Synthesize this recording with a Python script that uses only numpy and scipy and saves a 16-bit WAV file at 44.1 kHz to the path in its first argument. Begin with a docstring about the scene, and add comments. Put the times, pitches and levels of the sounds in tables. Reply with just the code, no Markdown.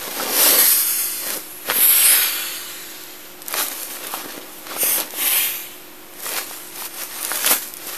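"""A small vinyl swim ring is squeezed empty by hand in a carpeted room; a machine hums faintly.
At 0.5 s and 1.9 s two long squeezes push a hissing jet out of the valve. From 3.4 s the limp film is
folded: it rustles, crinkles, buckles with dull pops and snaps at its creases. Two shorter squeezes
follow at 4.8 s and 5.3 s. From 6.1 s the film is pulled open with a thin zip and sharp snaps.
The microphone sounds bright."""
import sys
import numpy as np
from scipy import signal
from scipy.fft import rfft, irfft, next_fast_len
from scipy.io import wavfile
from scipy.ndimage import map_coordinates

SR = 44100
rng = np.random.default_rng(int(sys.argv[2]) if len(sys.argv) > 2 else 0)


def transcribe(signal):
    """Save signal, clipped to [-1, 1], as a 16-bit WAV file at the path in sys.argv[1]."""
    frames = np.atleast_2d(signal).T
    limited = np.clip(frames, -1, 1)
    pcm = np.round(limited * 32767).astype(np.int16)
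    wavfile.write(sys.argv[1], SR, pcm)


N = 351477


def amp(db):
    """dB to linear gain."""
    return 10 ** (np.asarray(db) / 20)


def unit(x):
    """Scale to rms 1."""
    return x / np.sqrt(np.mean(x ** 2) + 1e-20)


def bell(x, width):
    """Gaussian: 1 at zero, 1/e at +-width."""
    return np.exp(-np.minimum((x / width) ** 2, 50))


def colour(points, hz):
    """Gain through (freq_hz, level_db) points on a log frequency axis."""
    freq_hz, level_db = np.transpose(points)
    return amp(np.interp(np.log(hz + 1), np.log(freq_hz + 1), level_db))


def filtered(x, response):
    """Apply response(hz) by FFT."""
    size = next_fast_len(N + SR // 4)
    return irfft(rfft(x, size) * response(np.fft.rfftfreq(size, 1 / SR)), size)[:N]


def highpass(x, hz):
    """A small source radiates little below hz."""
    return signal.sosfilt(signal.butter(2, hz, "highpass", fs=SR, output="sos"), x)


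def swept(x, gain):
    """Apply a time-varying gain(hz, t) by STFT."""
    hz, t, spectra = signal.stft(x, SR, nperseg=1024)
    return signal.istft(spectra * gain(hz, t), SR, nperseg=1024)[1][:N]


def noise(response):
    """Shaped noise, rms 1."""
    return unit(filtered(rng.standard_normal(N), response))


def wobble(rate_hz):
    """Smooth random curve, rate_hz knots a second."""
    knots = rng.standard_normal(int(N * rate_hz / SR) + 4)
    return map_coordinates(knots, [np.arange(N) * rate_hz / SR])


def drifting_field(hz, t, width_hz, rate_hz, time_knots):
    """Smooth random surface over frequency and time."""
    where = np.meshgrid(hz / width_hz, t * rate_hz, indexing="ij")
    return map_coordinates(rng.standard_normal((256, time_knots)), where, mode="wrap")


def add(track, start_s, sound):
    """Mix a short sound in at start_s."""
    part = track[max(round(start_s * SR), 0):][:len(sound)]
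    part += sound[:len(part)]


def background(hum_gain_db=-3, floor_db=-39, drift_rad=1):
    """Slightly unsteady lines of a humming fan over steady room and microphone noise."""
    # fan lines: freq_hz, level_db
    fan_lines = [(188, -69), (313, -49.5), (360, -48), (544, -57.5), (716, -62), (942, -59.5)]
    # noise spectrum: freq_hz, density_db
    floor = [(30, -22), (60, -20.5), (120, -18), (250, -12.5), (350, -12.5), (430, -13.5), (800, -14.5),
             (3000, -18.5), (5700, -24.5), (10500, -22.5), (12300, -16.5), (14000, -17.5)]
    t = np.arange(N) / SR
    hum = sum(amp(db) * np.sqrt(2) * np.sin(2 * np.pi * hz * t + drift_rad * wobble(14))
              for hz, db in fan_lines)
    return amp(hum_gain_db) * hum + amp(floor_db) * noise(lambda hz: colour(floor, hz))


def room(x, t60_s, wet_db):
    """Carpets leave only a short, weak tail."""
    t = np.arange(SR // 3) / SR
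    tail = rng.standard_normal(len(t)) * amp(-60 * t / t60_s) * (t > .003)
    return x + amp(wet_db) * signal.fftconvolve(x, tail / np.linalg.norm(tail))[:N]


def passing_bands(hz, t):
    """Gain of peaks and notches that swell, glide and fade in the hiss and rustle."""
    # peaks (+), notches (-): centre_s, length_s, centre_hz, glide_hz_per_s, width_hz, gain_db
    bands = [ (0.38, 0.38, 5250, 0.5, 900, 4), (0.6, 0.33, 6970, 1703, 170, -15),
             (0.538, 0.26, 9700, 5000, 450, -8), (0.64, 0.066, 1900, 0, 130, 9),
             (0.97, 0.2, 10000, -6, 250, 5.5), (1.0, 0.48, 3810, 50, 140, -26),
             (1.0, 0.6, 4500, 0, 910, 1.5), (5.35, 0.58, 4500, 0, 500, -2),
             (1.05, 0.3, 12020, 0, 350.1, 3.5), (0.98, 0.3, 6600, 0, 400, 6),
             (1.55, 0.18, 11280, -500, 800, 9.5), (1.9, 0.35, 1600, 0, 800, -2),
             (1.8, 0.11, 9500, -5, 400, -1), (1.817, 0.22, 7000, -2500, 250, -9),
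             (1.87, 0.12, 6260, -1500, 180, -19), (1.87, 0.13, 11400, 2502, 687, 6),
             (2.06, 0.13, 8500, 1500, 550, 10), (2.097, 0.12, 9980, 1408, 542, 11),
             (2.113, 0.27, 5100, 0, 500, 4), (2.12, 0.36, 5870, -1400, 169, -10),
             (2.55, 0.49, 5650, 0, 400, -5.5), (2.35, 0.34, 8150, 200, 150, -25),
             (2.5, 0.6, 9350, 650, 170, -22), (2.5, 0.6, 8750, 300, 279.7, 4), (2.8, 0.51, 6600, 0, 350, 6),
             (3.002, 0.78, 2700, 0, 900, -3), (3.6, .1, 8397, 3000, 200, -16),
             (4.16, 0.17, 1150, 0, 300, 8), (4.717, .025, 1350, -12000, 220, 13),
             (4.77, 0.034, 1280, 0, 150, 13), (4.814, .07, 9000, 0, 300, 8),
             (5.3, 0.12, 7250, -5000, 300, -9), (5.35, 0.3, 2700, 0, 600, 2),
             (5.35, .2, 10300, 0, 400, 5.5), (5.62, 0.27, 5400, 0, 400, -8),
             (7.332, 0.043, 1170, 0, 293, 3), ]
    total_db = 0
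    for centre_s, length_s, centre_hz, glide_hz_per_s, width_hz, gain_db in bands:
        detune_hz = hz[:, None] - centre_hz - glide_hz_per_s * (t - centre_s)
        total_db += gain_db * bell(t - centre_s, length_s / 2) * bell(detune_hz, width_hz)
    return amp(total_db)


def pull(width_hz=140, fade_s=.015):
    """Film drawn over film: fine slips merge into a fuzzy zip whose pitch follows the sliding speed."""
    # zip: time_s, pitch_hz, level_db
    zip_curve = [(6.44, 9500, -48), (6.56, 8800, -48), (6.67, 8100, -45), (6.8, 8200, -54),
                 (7.1, 8100, -48), (7.16, 8500, -39), (7.22, 9300, -34), (7.27, 9900, -31),
                 (7.305, 10150, -24), (7.38, 10100, -37), (7.62, 8800, -46), (7.68, 8300, -51)]
    time_s, pitch_hz, level_db = np.transpose(zip_curve)
    t = np.arange(N) / SR
    phase = 2 * np.pi * np.cumsum(np.interp(t, time_s, pitch_hz)) / SR
    gate = np.interp(t, [time_s[0] - fade_s, time_s[0], time_s[-1], time_s[-1] + fade_s], [0, 1, 1, 0])
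    fuzz = noise(lambda hz: bell(hz, width_hz))
    return gate * amp(np.interp(t, time_s, level_db)) * fuzz * np.sin(phase)


def strokes(drop_db=8, shape=1.44):
    """Gains of rustle, scrape and crinkle: each hand stroke speeds up and slows down; powers add."""
    # strokes over the film: fastest_s, rise_s, fall_s, rustle_db, scrape_db, crinkle_db
    hand_strokes = [ (0.05, 0.54, 0.27, -34, -31, -30), (0.23, 0.085, 0.039, -30, -26.5, -25.5),
                    (0.445, 0.22, 0.12, -19.5, -23.5, -27), (0.53, 0.072, 0.086, -20.5, -36, -38),
                    (0.62, 0.045, 0.034, -27, -35, -38), (1.305, 0.074, 0.073, -30, -26.5, -23),
                    (1.37, 0.031, 0.029, -31, -38, -29), (1.709, 0.034, 0.018, -23.5, -23, -27.5),
                    (1.785, 0.05, 0.068, -29.5, -27.5, -41), (3.595, 0.07, 0.06, -29.5, -21.5, -23),
                    (3.63, 0.065, .035, -42, -31, -21), (3.72, 0.065, 0.037, -36, -32, -29),
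                    (3.825, 0.085, 0.04, -42, -34, -28), (3.94, 0.13, 0.086, -39, -33, -29),
                    (4.065, 0.056, 0.029, -34, -29, -30), (4.15, 0.05, 0.11, -35, -30, -30),
                    (4.12, 0.01, 0.06, -50, -42, -29), (4.305, 0.044, 0.16, -33.5, -34, -36),
                    (4.58, 0.13, 0.11, -45, -44, -38.5), (4.718, 0.055, 0.09, -31, -29, -32.5),
                    (4.91, 0.066, 0.028, -29, -33, -36), (5.0, 0.044, 0.033, -25.5, -23, -32),
                    (5.06, .04, 0.1, -36.5, -37.5, -38), (5.21, 0.06, 0.13, -32.5, -38, -28),
                    (6.28, 0.069, 0.12, -33.5, -33.5, -27), (6.38, 0.094, 0.047, -33, -24, -25),
                    (6.52, 0.2, 0.16, -52, -36, -32), (6.855, 0.12, 0.026, -43, -31, -27.5),
                    (7.025, 0.088, 0.037, -42, -31.5, -27), (7.245, 0.19, 0.053, -39, -30, -28),
                    (7.37, 0.12, 0.13, -34.5, -24.5, -22.5), (7.471, 0.029, 0.024, -26, -17.5, -16),
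                    (7.522, 0.034, 0.031, -24, -16, -12), (7.59, 0.06, 0.11, -52, -35, -27.5),
                    (7.92, 0.11, .15, -37.5, -30.5, -28), ]
    t, power = np.arange(N) / SR, np.zeros((3, N))
    for fastest_s, rise_s, fall_s, *levels_db in hand_strokes:
        near = (t > fastest_s - 4 * rise_s) & (t < fastest_s + 4 * fall_s)
        away = np.maximum((fastest_s - t[near]) / rise_s, (t[near] - fastest_s) / fall_s)
        envelope = amp(-drop_db * away ** shape)  # shape 1 = pointed, 2 = bell
        power[:, near] += np.outer(amp(levels_db), envelope) ** 2
    return np.sqrt(power)


def friction(spectrum, slips_per_s, spread_db, smooth, ripple_db):
    """Tiny slips over smooth rubbing noise, with drifting peaks and dips; rms 1."""
    size = amp(spread_db * np.clip(rng.standard_normal(N), -2, 2))
    slips = unit((rng.random(N) < slips_per_s / SR) * size * rng.choice([-1, 1], N))
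    rub = filtered(slips + smooth * rng.standard_normal(N), lambda hz: colour(spectrum, hz))
    ripple = lambda hz, t: amp(ripple_db * drifting_field(hz, t, width_hz=150, rate_hz=14,
                                                          time_knots=256))
    return unit(swept(rub, ripple))


def film(rustle_gain, scrape_gain, crinkle_gain, catch_db=1.11):
    """Broad folds rustle low; sliding film scrapes and crinkles, catching and letting go."""
    # friction spectra: freq_hz, density_db
    rustle_spectrum = [(50, -45), (110, -18), (175, -10.5), (260, 1.5), (530, 3.5), (700, -1.5),
                       (900, -1.5), (1200, -4), (1600, -29), (2600, -80)]
    scrape_spectrum = [(150, -48), (590, -5.5), (1000, -4), (1300, -2), (2500, -3.5), (4000, -4.5),
                       (5200, -8), (6800, -11.5), (11000, -80)]
    crinkle_spectrum = [(600, -70), (2800, -19), (4800, -9), (5400, -6), (8000, -4.5), (9700, -2.5),
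                        (13000, 1), (14000, -1.5)]
    rustle = friction(rustle_spectrum, slips_per_s=350, spread_db=1.5, smooth=1.0, ripple_db=2.0)
    scrape = friction(scrape_spectrum, slips_per_s=900, spread_db=4.5, smooth=0.99, ripple_db=2.0)
    crinkle = friction(crinkle_spectrum, slips_per_s=1600, spread_db=8.0, smooth=2.2, ripple_db=2.5)
    mix = amp(-6) * rustle_gain * rustle + amp(-3.5) * scrape_gain * scrape + crinkle_gain * crinkle
    return mix * amp(catch_db * wobble(70))


def pops(rise_cycles=0.45, steepness=1.73, crack_gain=0.45, crack_ratio=2.6, shudder_gain=0.25):
    """A panel of film buckles: it flips with a briefer, higher crack, then shudders to rest."""
    # buckling panels: time_s, level_db, pitch_hz, shudder_t60_s
    panels = [(0.079, -19, 460, 0.051), (.199, -10.5, 1100, 0.081), (.208, -17, 420, .04),
              (1.268, -20.5, 493, 0.037), (1.379, -25, 400, .03), (1.689, -13.5, 535, 0.033),
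              (1.7003, -3.5, 1440, 0.01), (1.7005, -4.5, 3090, 0.022), (1.709, -8, 1800, .035),
              (1.719, -7.5, 1600, 0.06), (1.762, -18, 540, .03), (1.786, -20, 392, 0.036),
              (3.541, -7, 1400, 0.02), (3.552, -15, 750, .03), (3.604, -16, 900, .03),
              (3.970, -20.5, 1700, .02), (4.1398, -10, 960, 0.022), (4.1493, -19.5, 1050, .06),
              (4.2603, -20, 388, .02), (4.379, -19.5, 370, .02), (4.669, -18.5, 1450, .02),
              (4.7212, -20, 1000, .015), (4.7657, -14.5, 680, .012), (4.834, -11, 530, 0.019),
              (4.984, -20.5, 480, .04), (5.139, -20.5, 604, 0.022), (6.2653, -13.5, 1150, .012),
              (6.385, -11.5, 1400, .02), (6.512, -20.5, 900, .02), (6.776, -25, 1500, .015),
              (6.822, -18, 1200, .015), (7.3169, -6, 1370, 0.008), (7.446, -7, 1710, .015),
              (7.476, -1.5, 2600, .015), (7.513, -8, 850, 0.02), (7.523, -9, 900, 0.035),
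              (7.868, -26, 453, .04)]

    def swing(cycles):
        envelope = (cycles / rise_cycles * np.exp(1 - cycles / rise_cycles)) ** steepness
        return envelope * np.sin(2 * np.pi * cycles)

    out, t = np.zeros(N), np.arange(SR // 10) / SR
    for time_s, level_db, pitch_hz, t60_s in panels:
        cycles = t * pitch_hz
        flip = swing(cycles) + crack_gain * swing(cycles * crack_ratio)
        band = signal.butter(2, [.6 * pitch_hz, 1.5 * pitch_hz], "bandpass", fs=SR, output="sos")
        shudder = unit(signal.sosfilt(band, rng.standard_normal(len(t))))
        shudder *= amp(-60 * t / t60_s) * (1 - bell(cycles, 1))
        add(out, time_s - rise_cycles / pitch_hz, amp(level_db) * (flip + shudder_gain * shudder))
    return highpass(out, 140)


def ticks(crinkle_gain, rate_per_s=24, boost_db=9, scatter_db=4, highpass_hz=4500):
    """Small creases give way at random, as strongly as the film is worked; rows for snaps()."""
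    at = np.flatnonzero(rng.random(N) < rate_per_s / SR)
    size, octaves = rng.uniform(-1, 1, (2, N))[:, at]
    level_db = 20 * np.log10(crinkle_gain[at] + 1e-9) + boost_db + scatter_db * size
    return list(zip(at / SR, level_db, highpass_hz * 2 ** octaves))


def snaps(small_creases, t60_s=0.0074, pitch_hz=9000, flick_cycles=0.089, fray=0.5, gain_db=2):
    """A crease gives way: one sharp flick, then fraying crackle. Short creases snap higher."""
    # snapping creases: time_s, level_db, highpass_hz
    creases = [(.164, -11.5, 3500), (1.043, -2, 7000), (1.304, -2, 1500), (3.038, -16, 5000),
               (3.420, -9, 4500), (3.427, -17, 8900), (3.463, -16, 2000), (3.483, -2.5, 4500),
               (3.489, -16, 1500), (3.509, -8, 9000), (3.527, -4, 7500), (3.541, -1, 2500),
               (3.596, -4, 9000), (3.6036, -4, 6000), (3.626, -.5, 8000), (3.6844, -2, 7000),
               (3.7006, -12, 6000), (3.8323, -4.5, 4500), (3.937, -12, 6000), (4.0698, -8, 2500),
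               (4.074, -13, 7000), (4.387, -20, 1500), (4.669, -18, 2000), (5.002, 0.5, 3000),
               (5.0087, -5, 2000), (5.059, -17, 4970), (5.107, -10, 2500), (6.138, -19, 3500),
               (6.2044, -15, 4000), (6.2244, -17, 4000), (6.2343, -13, 3500), (6.2555, -9, 7000),
               (6.2688, -9, 4500), (6.2917, -5.5, 4000), (6.337, -9, 3000), (6.377, -6, 5000),
               (6.3845, -6, 2000), (6.512, -17, 2500), (6.674, -15, 6000), (6.760, -15, 5000),
               (6.851, -12, 7000), (6.866, -17, 5000), (7.0215, -10, 6000), (7.0355, -8, 5000),
               (7.142, -19, 2000), (7.2296, -4, 4000), (7.2498, 3.5, 4500), (7.357, -4, 3000),
               (7.423, -11, 2000), (7.433, -9, 2000), (7.446, -8, 2000), (7.4628, 7, 3500),
               (7.5122, 4, 3500), (7.5875, -13, 1500), (7.6763, -8, 8000), (7.680, -16, 7000),
               (7.687, -13, 7000), (7.7389, -10, 3000), (7.7696, -9, 5000), (7.777, -18, 6000),
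               (7.8716, -11, 5000), (7.951, -18, 1500)]
    out, t = np.zeros(N), np.arange(-SR // 1000, SR // 30) / SR
    for time_s, level_db, highpass_hz in creases + small_creases:
        hz = pitch_hz * np.exp(0.068 * rng.standard_normal())
        flick = bell(t * hz, flick_cycles) * np.cos(2 * np.pi * hz * t)
        bright_noise = np.diff(rng.standard_normal(len(t) + 1)) / 2
        crackle = bright_noise * amp(-60 * np.abs(t) / t60_s) * (t > 0)
        add(out, time_s + t[0], amp(level_db + gain_db) * highpass(flick + fray * crackle, highpass_hz))
    return out


def drifting_notches(hz, t):
    """Gain of narrow notches that drift at random through the hiss, deepest at 4-8 kHz."""
    # strength of the notching: freq_hz, strength_db
    strength = [(1200, -14), (2800, -9), (4300, -2), (7500, -1), (9500, -8), (13000, -12)]
    real, imag = (drifting_field(hz, t, width_hz=105, rate_hz=7, time_knots=128) for _ in range(2))
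    deviation = colour(strength, hz)[:, None] * (real + 1j * imag)
    gain = np.tanh(np.abs(1 + deviation) / 2.6)  # soften peaks, keep notches
    return gain / np.sqrt(np.mean(gain ** 2, axis=1, keepdims=True))


def flow(squeeze, rise_db=9, relax_s=.16, pinch_db=8, pinch_width_s=0.088):
    """Hiss and rush gains: pressure builds, holds, relaxes and leaks; a shifting hand kinks the valve."""
    full_s, rise_s, hold_s, hiss_db, rush_db, widen_db, relax_db, leak_db_per_s, pinch_s = squeeze
    t = np.arange(N) / SR
    before_s, after_s = np.maximum(full_s - t, 0), np.maximum(t - full_s - hold_s, 0)
    build_db = -rise_db * (before_s / rise_s) ** 2
    pressure_db = build_db - relax_db * (1 - np.exp(-after_s / relax_s)) - leak_db_per_s * after_s
    pinched = (1 + np.tanh((t - pinch_s) / pinch_width_s)) / 2
    flow_db = np.maximum(pressure_db, -200) - pinch_db * pinched
    widened = np.clip((t - full_s) / hold_s, 0, 1)  # the jet widens during the hold
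    return amp(hiss_db + flow_db), amp(rush_db + 0.79 * flow_db + widen_db * widened)


def jet(squeeze, peak, spectrum, split_hz=8000, peak_width_hz=610, hiss_boost_db=1, flutter_db=0.81):
    """One squeeze: turbulent rush below split_hz, sharp hiss with a bright, wandering peak above."""
    hiss_gain, rush_gain = flow(squeeze)
    time_s, peak_hz, height_db = np.transpose(peak)

    def bright_peak(hz, t):
        detune_hz = hz[:, None] - np.interp(t, time_s, peak_hz)
        return amp(np.interp(t, time_s, height_db) * bell(detune_hz, peak_width_hz))

    def turbulence(power_share):
        air = noise(lambda hz: colour(spectrum, hz) * np.sqrt(power_share(hz)))
        return unit(swept(air, bright_peak))

    low_share = lambda hz: 1 / (1 + (hz / split_hz) ** 30)
    rush = rush_gain * turbulence(low_share)
    hiss = amp(hiss_boost_db) * hiss_gain * turbulence(lambda hz: 1 - low_share(hz))
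    return (rush + hiss) * amp(flutter_db * wobble(40))


def valve():
    """Four squeezes drive air out; each grip bends the valve and colours the jet its own way."""
    # squeezes: full_s, rise_s, hold_s, hiss_db, rush_db, widen_db, relax_db, leak_db_per_s, pinch_s
    squeezes = [ (0.477, 0.13, 0.21, -14.5, -19, -3.5, 4.5, 19, 1.3),
                (1.855, 0.13, 0.3, -16, -24, 4.5, 7.5, 21, 3.33),
                (4.836, 0.05, 0.14, -17, -26.5, -1, 10, 180, 5.03),
                (5.27, 0.092, 0.11, -16.5, -25, 2, 0, 71, 5.9), ]
    # wandering peak of the hiss near 12 kHz, one curve per squeeze: time_s, freq_hz, height_db
    peaks = [
        [(0.3, 12600, 7), (0.564, 12900, 4), (0.6, 11500, 7), (.8, 11800, 5.5), (1.208, 11700, 6),
         (1.266, 12200, 4), (1.62, 11400, 5.5)],
        [(1.72, 11400, 4.5), (1.9, 11400, 4.5), (2.08, 11000, 5), (2.264, 12000, 2), (2.6, 12100, -3),
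         (3.25, 12500, 6)],
        [(4.8, 11800, 4), (5.02, 11700, 5)],
        [(5.2, 12400, -1), (5.35, 11900, 2), (5.402, 12600, 5), (5.55, 12400, 7.5), (5.7, 12400, 5)],
    ]
    # jet spectrum per squeeze: freq_hz, density_db
    first = [(100, -60), (300, -25), (700, -23.5), (1300, -13), (2000, -11.5), (3400, -10.5), (4400, -9.5),
             (6000, -10.5), (7400, -10.5), (9800, -6), (11600, -7), (13000, -5), (14000, -14.5)]
    second = [(100, -60), (200, -29), (500, -16), (900, -15.5), (1400, -8), (2200, -7.5), (3100, -6),
              (4900, -10.5), (6000, -13), (6800, -11.5), (9500, -10.5), (11700, -4), (12800, -2),
              (14000, -26)]
    third = [(400, -28), (800, -12.5), (1500, -13.5), (2300, -5), (3500, -8.5), (4000, -19), (4800, -8),
             (5600, -9), (6600, -4.5), (7200, -10.5), (11300, -5.5), (14000, -7)]
    fourth = [(90, -60), (180, -30), (450, -18), (1000, -10.5), (1550, -13), (2200, -4), (3200, -4),
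              (4200, -9.5), (7500, -10), (10200, -4), (12400, 0.5), (14000, -1.5)]
    jets = sum(map(jet, squeezes, peaks, [first, second, third, fourth]))
    return swept(jets, drifting_notches)


def scene():
    """Ring and hands in the room, mono."""
    rustle_gain, scrape_gain, crinkle_gain = strokes()
    air_and_film = valve() + film(rustle_gain, scrape_gain, crinkle_gain)
    air_and_film = swept(room(air_and_film, t60_s=0.05, wet_db=-13), passing_bands)
    cracks = room(pops() + snaps(ticks(crinkle_gain)), t60_s=0.051, wet_db=-17)
    return (air_and_film + pull() + cracks + background())[None]


def record(dry, ceiling=.95, top_hz=14020, dc_offset=.0064):
    """The loudest cracks are softly rounded off; the recorder cuts above top_hz and sits slightly off zero."""
    rounded = dry[0] / (1 + np.abs(dry[0] / ceiling) ** 6) ** (1 / 6)
    return filtered(rounded, lambda hz: 1 / np.sqrt(1 + (hz / top_hz) ** 800))[None] + dc_offset


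dry = scene()
out = record(dry)
transcribe(out)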